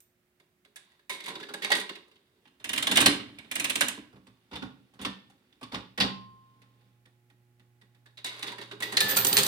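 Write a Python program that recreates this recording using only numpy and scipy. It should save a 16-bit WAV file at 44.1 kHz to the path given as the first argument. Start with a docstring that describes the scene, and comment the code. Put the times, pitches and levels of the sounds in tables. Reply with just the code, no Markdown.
"""An old electromechanical slot machine in a small wooden room, heard by a phone a metre away.
A coin rattles down the chute, the lever ratchets down and back, and the reels spin and latch one by one,
leaving springs ringing. From 6 s a held coil hums under faint ticks. A second coin drops near 8 s, and
at 9 s the hopper starts to throw clinking coins. Every knock is a short rattle of loose steel parts
that drives the resonances of the chute, lever, reels or hopper."""
import sys
import numpy as np
from scipy import signal
from scipy.fft import rfft, irfft, next_fast_len
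from scipy.io import wavfile

SR = 44100
rng = np.random.default_rng(int(sys.argv[2]) if len(sys.argv) > 2 else 0)


def wrap_up_sound(samples):
    """Save the sound to the file named by the first command line argument, as 16-bit audio."""
    columns = np.atleast_2d(samples).T
    # keep every value between -1 and 1, then stretch to whole-number steps
    tamed = np.clip(columns, -1, 1)
    steps = np.round(tamed * 32767).astype(np.int16)
    wavfile.write(sys.argv[1], SR, steps)


N = 417627

SIDE_SIGN = np.array([[1], [-1]])  # a side signal adds on the left and subtracts on the right


def undb(db):
    """Decibels to amplitude."""
    return 10 ** (np.asarray(db) / 20)


def unit(x):
    """Scale to an RMS of one."""
    return x / np.sqrt(np.mean(x ** 2))


def over_octaves(hz, table):
    """Read a curve along a logarithmic frequency axis."""
    points_hz, values = np.transpose(table)
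    return np.interp(np.log(hz), np.log(points_hz), values)


def air():
    """Quiet room tone and microphone hiss; the bass is alike on both sides."""
    # noise colour: frequency_hz, relative_db
    spectrum = [(20, -27.5), (60, -4.5), (120, 0), (250, -1.5), (400, -10), (600, -10.5), (1000, -17),
                (2000, -14), (3500, -21), (6000, -25.5), (16000, -24.5)]
    level_db, left_right_db = -74, [[-1.8], [1.8]]
    hz = np.maximum(np.arange(N // 2 + 1) * SR / N, 1)
    mid, side = rfft(rng.standard_normal((2, N)))
    noise = mid + np.clip(hz / 1200, .15, 1) * side * SIDE_SIGN
    tone = irfft(undb(over_octaves(hz, spectrum)) * noise, N)
    return undb(level_db) * unit(tone) * undb(left_right_db)


def room(x):
    """The wooden room's diffuse tail, octave by octave; bass echoes reach both sides alike."""
    # reverb time: frequency_hz, t60_s
    decay = [(100, 0.99), (400, 0.43), (2000, 0.37), (6000, .35), (14000, 0.052)]
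    wet_db, build_s = -6, .0066
    t, tail = np.arange(SR * 3 // 4) / SR, 0
    for hz in 62.5 * 2 ** np.arange(9):
        t60 = over_octaves(hz, decay)
        mid, side = rng.standard_normal((2, len(t)))
        edges_hz = [hz / np.sqrt(2), min(hz * np.sqrt(2), .45 * SR)]
        octave = signal.butter(2, edges_hz, "band", fs=SR, output="sos")
        echoes = mid + min(hz / 900, 1) * side * SIDE_SIGN
        tail = tail + signal.sosfilt(octave, echoes) * 1000 ** (-t / t60) / np.sqrt(t60 * SR / 7)
    tail = tail * (1 - np.exp(-t / build_s))
    return undb(wet_db) * signal.fftconvolve(x, tail, axes=1)[:, :N]


def hum():
    """A held coil buzzes at twice the mains frequency over the faint, steady hum of the lamps."""
    # coil envelope: time_s, level_db
    swell = [(5.99, -100), (6.03, -55), (6.4, -65), (7.2, -67), (8.2, -64.5), (9.47, -50)]
    # coil overtones: harmonic number -> relative_db
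    overtones = {2: -15, 3: -20, 4: -28, 6: -27, 7: -18.5, 9: -29.5, 12: -31}
    # lamp hum: pitch_hz, level_db
    lamp_tones = [(360.3, -80.5)]
    coil_hz = 119.9
    t = np.arange(N) / SR
    phase = 2 * np.pi * coil_hz * t
    coil = np.sin(phase) + sum(undb(db) * np.sin(k * phase + k) for k, db in overtones.items())
    lamps = sum(undb(db) * np.sin(2 * np.pi * hz * t) for hz, db in lamp_tones)
    return np.sqrt(2) * (undb(np.interp(t, *np.transpose(swell))) * coil + lamps)


def add_partial(out, start_s, hz, db, t60, stop_s=np.inf):
    """Mix in one partial that swells quickly and dies away, or is choked at stop_s."""
    i = int(start_s * SR)
    t = np.arange(min(int(t60 * SR), N - i)) / SR
    envelope = (1 - np.exp(-t / .0018)) * 1000 ** (-t / t60)
    choke = np.exp(-np.maximum(t + start_s - stop_s, 0) / .003)
    tone = np.sin(2 * np.pi * (hz * t + rng.random((2, 1))))
    out[:, i:i + len(t)] += undb(db) * choke * envelope * tone


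def ringing_steel():
    """Springs, rods and panels sing on after a blow; a coin let into the slot rings the chute's mouth."""
    # springs, rods and panels: start_s, pitch_hz, level_db, t60_s
    springs = [(4.556, 3560, -44.5, .35), (4.622, 258.2, -35, 0.16), (5.049, 3480, -36, 0.29),
               (5.05, 1800, -45.5, 0.5), (6.001, 1056, -41, 1.2), (6.002, 191.6, -34, .5),
               (6.003, 812, -46, 0.51), (6.003, 3080, -64, 1.1), (6.003, 4600, -32, 0.38),
               (8.823, 1950, -32, 0.19), (9.005, 1745, -24.5, 0.6), (9.171, 1400, -27, 0.2)]
    # coins entering the slot: start_s
    drops = [1.096, 8.245]
    # partials of the mouth: pitch_hz, level_db, t60_s
    mouth = [(1019, -39, 0.17), (2170, -44.5, 0.44), (3700, -37, .25)]
    out = np.zeros((2, N))
    for partial in springs + [(start_s, *mode) for start_s in drops for mode in mouth]:
        add_partial(out, *partial)
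    return out


def coin_clinks():
    """Each coin rings at a close pair of partials until the next clink; no two are quite in tune."""
    # clinks: start_s, level_db
    clinks = [(0.0034, -58), (8.8214, -43), (9.0044, -26), (9.0822, -25), (9.0995, -20), (9.1651, -16),
              (9.1825, -17), (9.2453, -21), (9.2698, -14.5), (9.3294, -16), (9.369, -21), (9.4325, -23)]
    # a coin's partials: pitch_hz
    pair = [13716, 13838]
    out = np.zeros((2, N))
    tunings = 1 + .00055 * rng.standard_normal(len(clinks))
    stops_s = [start_s for start_s, _ in clinks[1:]] + [np.inf]
    for (start_s, db), stop_s, tuning in zip(clinks, stops_s, tunings):
        shared_db = db - 20 * np.log10(len(pair))
        for hz in pair:
            add_partial(out, start_s, hz * tuning, shared_db, t60=.28, stop_s=stop_s)
    return out


def ratchet(teeth, bright_db, first_hz, step_hz):
    """The knocks of one ratchet run, climbing in pitch from tooth to tooth."""
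    thud_db, rattle_s = -25, .009
    return [(start_s, db, thud_db, bright_db, first_hz + k * step_hz, rattle_s)
            for k, (start_s, db) in enumerate(teeth)]


def knocks():
    """Cue lists of the blows in the chute, lever, reels and hopper, in that order."""
    # blows: start_s, level_db, thud_db, bright_db (both relative to level_db), pitch_hz, rattle_s
    chute = [(0.003, -55, -38, 6.5, 2600, .0033), (0.398, -51.5, -15, -17, 2100, 0.0058),
             (0.648, -50.5, -14.5, -19, 2050, 0.0078), (0.759, -35.5, -35, -8.5, 1680, 0.0092),
             (0.917, -53.5, -30, -17, 1940, .005), (0.993, -53, -25, -23, 1720, .0056),
             (1.095, -22.5, -27.5, -17.5, 2190, 0.0099), (1.108, -33, -23, -14, 2160, 0.037),
             (1.203, -32.5, -28, -19, 2130, .0068), (1.237, -35, -31, -16, 3940, .012),
             (1.259, -28.5, -29, -16, 2140, 0.0086), (1.278, -28, -17.5, -19, 997, 0.019),
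             (1.353, -28, -15, -38, 3660, 0.0067), (1.398, -34.5, -10.5, -25, 1370, .012),
             (1.428, -32, -28, -26, 1670, 0.0084), (1.487, -35.5, -11, -23, 1420, .011),
             (1.537, -25.5, -14, -15, 1660, 0.0067), (1.62, -24, -23.5, -24, 1890, .028),
             (1.646, -16, -25.5, -21, 2150, .0039), (1.702, -20, -19.5, -22, 815, 0.011),
             (1.716, -9, -31.5, -23.5, 1880, 0.0099), (1.749, -18.5, -20.5, -18, 3520, 0.01),
             (1.764, -27, -18.5, -13, 2190, .017), (1.798, -29, -22, -10.5, 2300, .011),
             (1.892, -26, -15.5, -23, 2820, 0.0064), (1.953, -34.5, -18.5, -22.5, 2800, 0.0082),
             (2.079, -57.5, -10, -15, 990, .0093), (2.113, -48.5, -22, -31, 2800, 0.0082),
             (2.156, -51, -26, -28, 3080, .0083), (8.058, -47.5, -22.5, -22.5, 1720, 0.011),
             (8.172, -37, -32, -29.5, 3800, 0.014), (8.244, -21.5, -24.5, -15.5, 3780, 0.0068),
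             (8.259, -26.5, -46, -19, 3800, 0.021), (8.392, -36.5, -18, -11, 3630, 0.0047),
             (8.425, -25, -20.5, -17, 3800, 0.011), (8.467, -27.5, -21, -24, 3600, 0.02),
             (8.518, -33.5, -17, -22, 970, 0.012), (8.581, -31.5, -15.5, -24, 1840, 0.01),
             (8.612, -27.5, -26, -30, 3770, .01), (8.711, -34, -11, -24, 1510, 0.012),
             (8.803, -26, -14, -15, 1700, 0.0067), (8.823, -19, -35, -16.5, 1930, 0.011),
             (8.921, -26.5, -11.5, -13.5, 1850, 0.015)]
    lever = [(2.454, -48.5, -17, -42.5, 837, 0.0064), (2.474, -50, -20, -18, 2780, .0056),
             (2.598, -46.5, -9, -21.5, 3640, 0.013), (2.76, -22, -24, -16.5, 3180, .0066),
             (2.97, -4, -25, -17, 2970, 0.0094), (3.003, -11, -17.5, -11.5, 3790, 0.015),
             (3.059, -3, -18, -15, 4130, 0.0089), (3.199, -34, -14, -39, 1280, .0051),
             (3.385, -33.5, -20, -21, 2220, .0073), (3.446, -47.5, -8.5, -32, 3700, .0062),
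             (3.808, -10.5, -22, -11, 1635, 0.0093), (3.882, -20.5, -23.5, -7.5, 2900, 0.008),
             (3.974, -46.5, 9, -31, 993, 0.0056)]
    reels = [(4.127, -53, 2, -27, 834, 0.0068), (4.157, -54, 2, -29, 916, 0.0095),
             (4.268, -48, -8.5, -17, 1104, 0.0084), (4.512, -41.5, -2.5, -28, 877, 0.015),
             (4.531, -33.5, -24, -42, 910, 0.019), (4.555, -29.5, -15.5, -22, 3500, 0.01),
             (4.622, -32.5, -4.5, -38, 1417, 0.009), (4.936, -54, -4.5, -15, 805, 0.012),
             (4.99, -40.5, -4, -28, 1050, 0.019), (5.013, -35, -18, -12.5, 3450, 0.018),
             (5.048, -19.5, -17.5, -24.5, 1115, .01), (5.298, -52.5, -14, -12.5, 787, 0.01),
             (5.525, -51.5, -44, -41, 3650, 0.0064), (5.611, -44, 1.5, -20, 1144, 0.0097),
             (5.629, -33.5, -29, -20, 1120, 0.01), (5.718, -34, -7, -25, 926, 0.021),
             (5.742, -23.5, -21, -27, 1095, .011), (5.976, -23, -11, -22, 1920, 0.009),
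             (6.001, -11, -18.5, -36, 4580, 0.015)]
    hopper = [(8.969, -6.5, -41, -21, 4210, .0049), (8.975, -12, -40, -26, 1900, 0.0047),
              (9.004, -8, -36, -14.5, 4050, 0.0071), (9.09, -20.5, -22, -8.5, 1830, 0.01),
              (9.107, -20.5, -21, -11.5, 1670, 0.012), (9.161, -24.5, -13.5, -2, 1040, 0.0034),
              (9.167, -14, -38, -6, 4470, .009), (9.187, -20, -23, -12, 2410, 0.0027),
              (9.2463, -17.5, -17.5, -2.5, 2900, 0.0056), (9.268, -19.5, -19, -0.5, 3580, 0.0041),
              (9.3279, -12.5, -21, -8, 4580, .0036), (9.3686, -3, -42, -4, 4180, 0.0014),
              (9.375, -7, -24.5, -13, 4200, 0.0058), (9.383, -8.5, -25.5, -12, 3320, 0.0092),
              (9.433, -17, -22.5, -2, 4770, 0.0031), (9.4645, -19.5, -19, 0.5, 3900, 0.0023)]
    # ratchet teeth going down and back, and ticks of the resting machine: start_s, level_db
    teeth_down = [(2.642, -23.5), (2.691, -21), (2.731, -17.5), (2.777, -16.5), (2.824, -16.5),
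                  (2.869, -13.5), (2.913, -12), (2.956, -13)]
    teeth_back = [(3.512, -22), (3.554, -18.5), (3.597, -18.5), (3.642, -16), (3.696, -16.5),
                  (3.754, -17.5)]
    idle_ticks = [(6.617, -50.5), (6.809, -63), (7.055, -52), (7.299, -57), (7.595, -57), (7.813, -52),
                  (7.946, -58)]
    pull = ratchet(teeth_down, bright_db=-14, first_hz=2745, step_hz=129.9)
    release = ratchet(teeth_back, bright_db=-11, first_hz=2396, step_hz=70.3)
    thud_db, bright_db, pitch_hz, rattle_s = -13.5, -17.5, 1904, .0086
    ticks = [(start_s, db, thud_db, bright_db, pitch_hz, rattle_s) for start_s, db in idle_ticks]
    return [chute, lever + pull + release, reels + ticks, hopper]


def struck_parts():
    """Each knock lands on its own part, whose one resonance the rattle drives."""
    ring_db, ring_q = -6.5, 18
    out, t = np.zeros((2, N)), np.arange(SR // 10) / SR
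    for start_s, db, *_, hz, rattle_s in sum(knocks(), []):
        i = int(start_s * SR)
        impacts = rng.standard_normal(len(t)) * np.exp(-t / (1.1 * rattle_s))
        ring = signal.lfilter(*signal.iirpeak(hz, ring_q, SR), impacts)
        out[:, i:i + len(t)] += undb(db + ring_db) * ring[:N - i] / np.abs(ring).max()
    return out


def grit(likeness, spread_db):
    """Dense tiny impacts of uneven size; likeness (0-1) is how much left and right share."""
    size = np.repeat(undb(spread_db * rng.standard_normal(N // 32 + 1)), 32)[:N]
    mid, side = rng.standard_normal((2, N))
    return unit(size * (np.sqrt(1 + likeness) * mid + np.sqrt(1 - likeness) * side * SIDE_SIGN))


def resonate(x, modes):
    """A bank of resonances, neighbours in opposite phase; white noise keeps about its level."""
    out, power = 0, 0
    for k, (hz, width_hz, db) in enumerate(modes):
        gain = (-1) ** k * undb(db)
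        out = out + gain * signal.lfilter(*signal.iirpeak(hz, hz / width_hz, SR), x)
        power += gain ** 2 * np.pi * width_hz / SR
    return out / np.sqrt(power)


def motion(moves, band):
    """Power of parts rolling, sliding and turning: rumble in the low band, chatter in the others."""
    rise_s, fall_s = .03, .044
    trim_db = [-2.5, -5, -1, -13][band]
    t, power = np.arange(N) / SR, 0
    for start_s, end_s, rumble_db, chatter_db in moves:
        db = (rumble_db if band == 0 else chatter_db) + trim_db
        rise = np.clip((t - start_s) / rise_s, 0, 1) ** 2
        fall = np.exp(-np.maximum(t - end_s, 0) / fall_s)
        power = power + undb(2 * db) * rise * fall
    return power


def rattles(blows, voicing, band):
    """Power of the knocks in one band: loose parts chatter briefly and the cabinet shudders on."""
    drive_db = [4.6, 4.82, 4.87, 8.12][band]
    stretch = [1.63, 1.26, .8, .54][band]  # heavier parts are shaken for longer
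    shudder_db, shudder_s = [-14.5, -19.5, -19.5, -28][band], [.04, .03, .03, .022][band]
    upper_db, middle_offset_db = voicing
    t, power = np.arange(SR // 2) / SR, np.zeros(N)
    shudder = undb(2 * shudder_db) * np.exp(-t / shudder_s)
    for start_s, db, thud_db, bright_db, _, rattle_s in blows:
        i, fall_s = int(start_s * SR), rattle_s * stretch
        attack = 1 - np.exp(-t / (.75 * fall_s))
        burst = attack * (np.exp(-(t / fall_s) ** 1.24) + shudder)
        middle_db = (thud_db + upper_db) / 2 + middle_offset_db
        band_db = [thud_db, middle_db, upper_db, bright_db][band]
        power[i:i + len(t)] += undb(2 * (db + band_db + drive_db)) * burst[:N - i]
    return power


def mechanism():
    """Knocks and motion shake chute, lever, reels and hopper, each ringing with its own modes."""
    # low, middle and upper resonances of each part: pitch_hz, width_hz, gain_db
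    chute = ([(182, 50, -8), (317.7, 33, -1), (356, 26, -0.5), (408, 40.7, 2)], [(564, 49, -1.5),
             (800, 150, -3), (1017, 234, -1.5), (1574, 170, -3)], [(1900, 240, 0), (2145, 133, 3),
             (2796, 480, -1), (3397, 130, 5.5), (3760, 250, 4), (4400, 140, 0), (4690, 207, -1.5)])
    lever = ([(63, 27, -15.5), (115.9, 30, -7.5), (206, 84, -4), (261, 39, 1.5), (296, 15, 5.5),
             (370, 120, -7.5)], [(556, 170, -1.4), (850, 230, -0.88), (1094, 190, 0.92), (1330, 100, -0.72),
             (1612, 190, -0.13)], [(2008, 730, -3), (2880, 78, 2.5), (3087, 78, 1), (3670, 280, 0),
             (4208, 120, 0.5), (4163, 200, 0.5), (5003, 400, -11)])
    reels = ([(66, 11, -5.5), (116, 16, 0.5), (142, 24, -2.5), (190.3, 16, 3), (261, 41, 0.5),
             (299.3, 20, 2), (402, 82, -6.5)], [(509, 37, 0.9), (857, 130, 0.1), (1114, 73, 0.9),
             (1430, 250, -2)], [(1930, 500, -2.5), (2810, 650, 0.5), (3580, 384, 4), (4500, 510, -2),
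             (5240, 890, -8)])
    hopper = ([(115, 43, -4.5), (204, 37, -2), (287, 25, -1.5), (401, 36, 0)], [(519, 14, 10.5),
              (783, 150, 1), (1120, 490, 0), (1360, 280, 2)], [(1830, 440, -2.5), (2490, 520, -1),
              (3460, 1370, -1), (4340, 310, 1.5), (4660, 210, 0)])
    # small bright plates, alike in every part: pitch_hz, width_hz, gain_db
    plates = [(6040, 1200, -3), (7320, 800, -0.5), (8220, 950, 1.5), (9880, 1800, -2), (11500, 1300, -4.5),
              (15300, 2500, -16)]
    # stretches of steady movement: start_s, end_s, rumble_db, chatter_db
    coin_rolls = [(0.778, 0.925, -91, -69.5), (1.2, 1.8, -54.5, -58.5), (1.9, 2.395, -73.5, -77),
                  (8.283, 8.42, -60, -48), (8.42, 8.696, -61, -59.5), (8.803, 8.963, -43.5, -45.5)]
    lever_travel = [(2.4, 2.652, -69.5, -76), (2.65, 2.902, -45.5, -58), (2.88, 3.05, -29, -40.5),
                    (3.25, 3.55, -58, -63), (3.549, 3.85, -45.5, -53.5), (3.9, 4.047, -56, -74)]
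    reel_spin = [(4.025, 5.9, -71, -75), (6.1, 6.884, -69, -76)]
    payout = [(9, 9.6, -39.5, -32.5)]
    # knock tone, one row a part: upper_db (relative to the knock), middle_offset_db
    voicings = [(-10, -2.5), (-9.5, -3.5), (-8.5, -3.5), (-9.5, -2.5)]
    movements = [coin_rolls, lever_travel, reel_spin, payout]
    parts = list(zip(knocks(), voicings, movements, [chute, lever, reels, hopper]))
    out = 0
    for band, likeness in enumerate([1, .77, .24, .084]):  # low, middle, upper, bright: ever wider
        impacts = grit(likeness, spread_db=3.5)
        for blows, voicing, moves, modes in parts:
            power = motion(moves, band) + rattles(blows, voicing, band)
            out = out + resonate(np.sqrt(power) * impacts, (*modes, plates)[band])
    return out


def microphone_ports(x):
    """The phone's body shades its two ports unevenly; the left is further away and hears late."""
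    # stereo tilt: frequency_hz, left_minus_right_db
    balance = [(60, -1.5), (110, -4.5), (200, -1.5), (380, -2.5), (700, -2), (1290, -3), (2380, -9.5),
               (4400, 4), (8120, -5.5), (15000, -4.5)]
    lag_s = .0002
    size = next_fast_len(N + 512)
    hz = np.arange(size // 2 + 1) * SR / size
    shade_db = np.interp(hz, *np.transpose(balance)) / 2
    left = undb(shade_db) * np.exp(-2j * np.pi * hz * lag_s)
    right = undb(-shade_db)
    return irfft(np.array([left, right]) * rfft(x, size), size)[:, :N]


def scene():
    """The machine, its echo and its hum reach the phone over a bed of room tone."""
    machine = mechanism() + struck_parts() + ringing_steel() + coin_clinks()
    return microphone_ports(machine + room(machine) + hum()) + air()


def record(dry):
    """The phone rounds the loudest peaks and cuts the top."""
    ceiling, top_hz = .9, 16400
    rounded = dry / (1 + np.abs(dry / ceiling) ** 10) ** .1
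    return signal.sosfilt(signal.ellip(10, .2, 70, top_hz, fs=SR, output="sos"), rounded)


dry = scene()
out = record(dry)
wrap_up_sound(out)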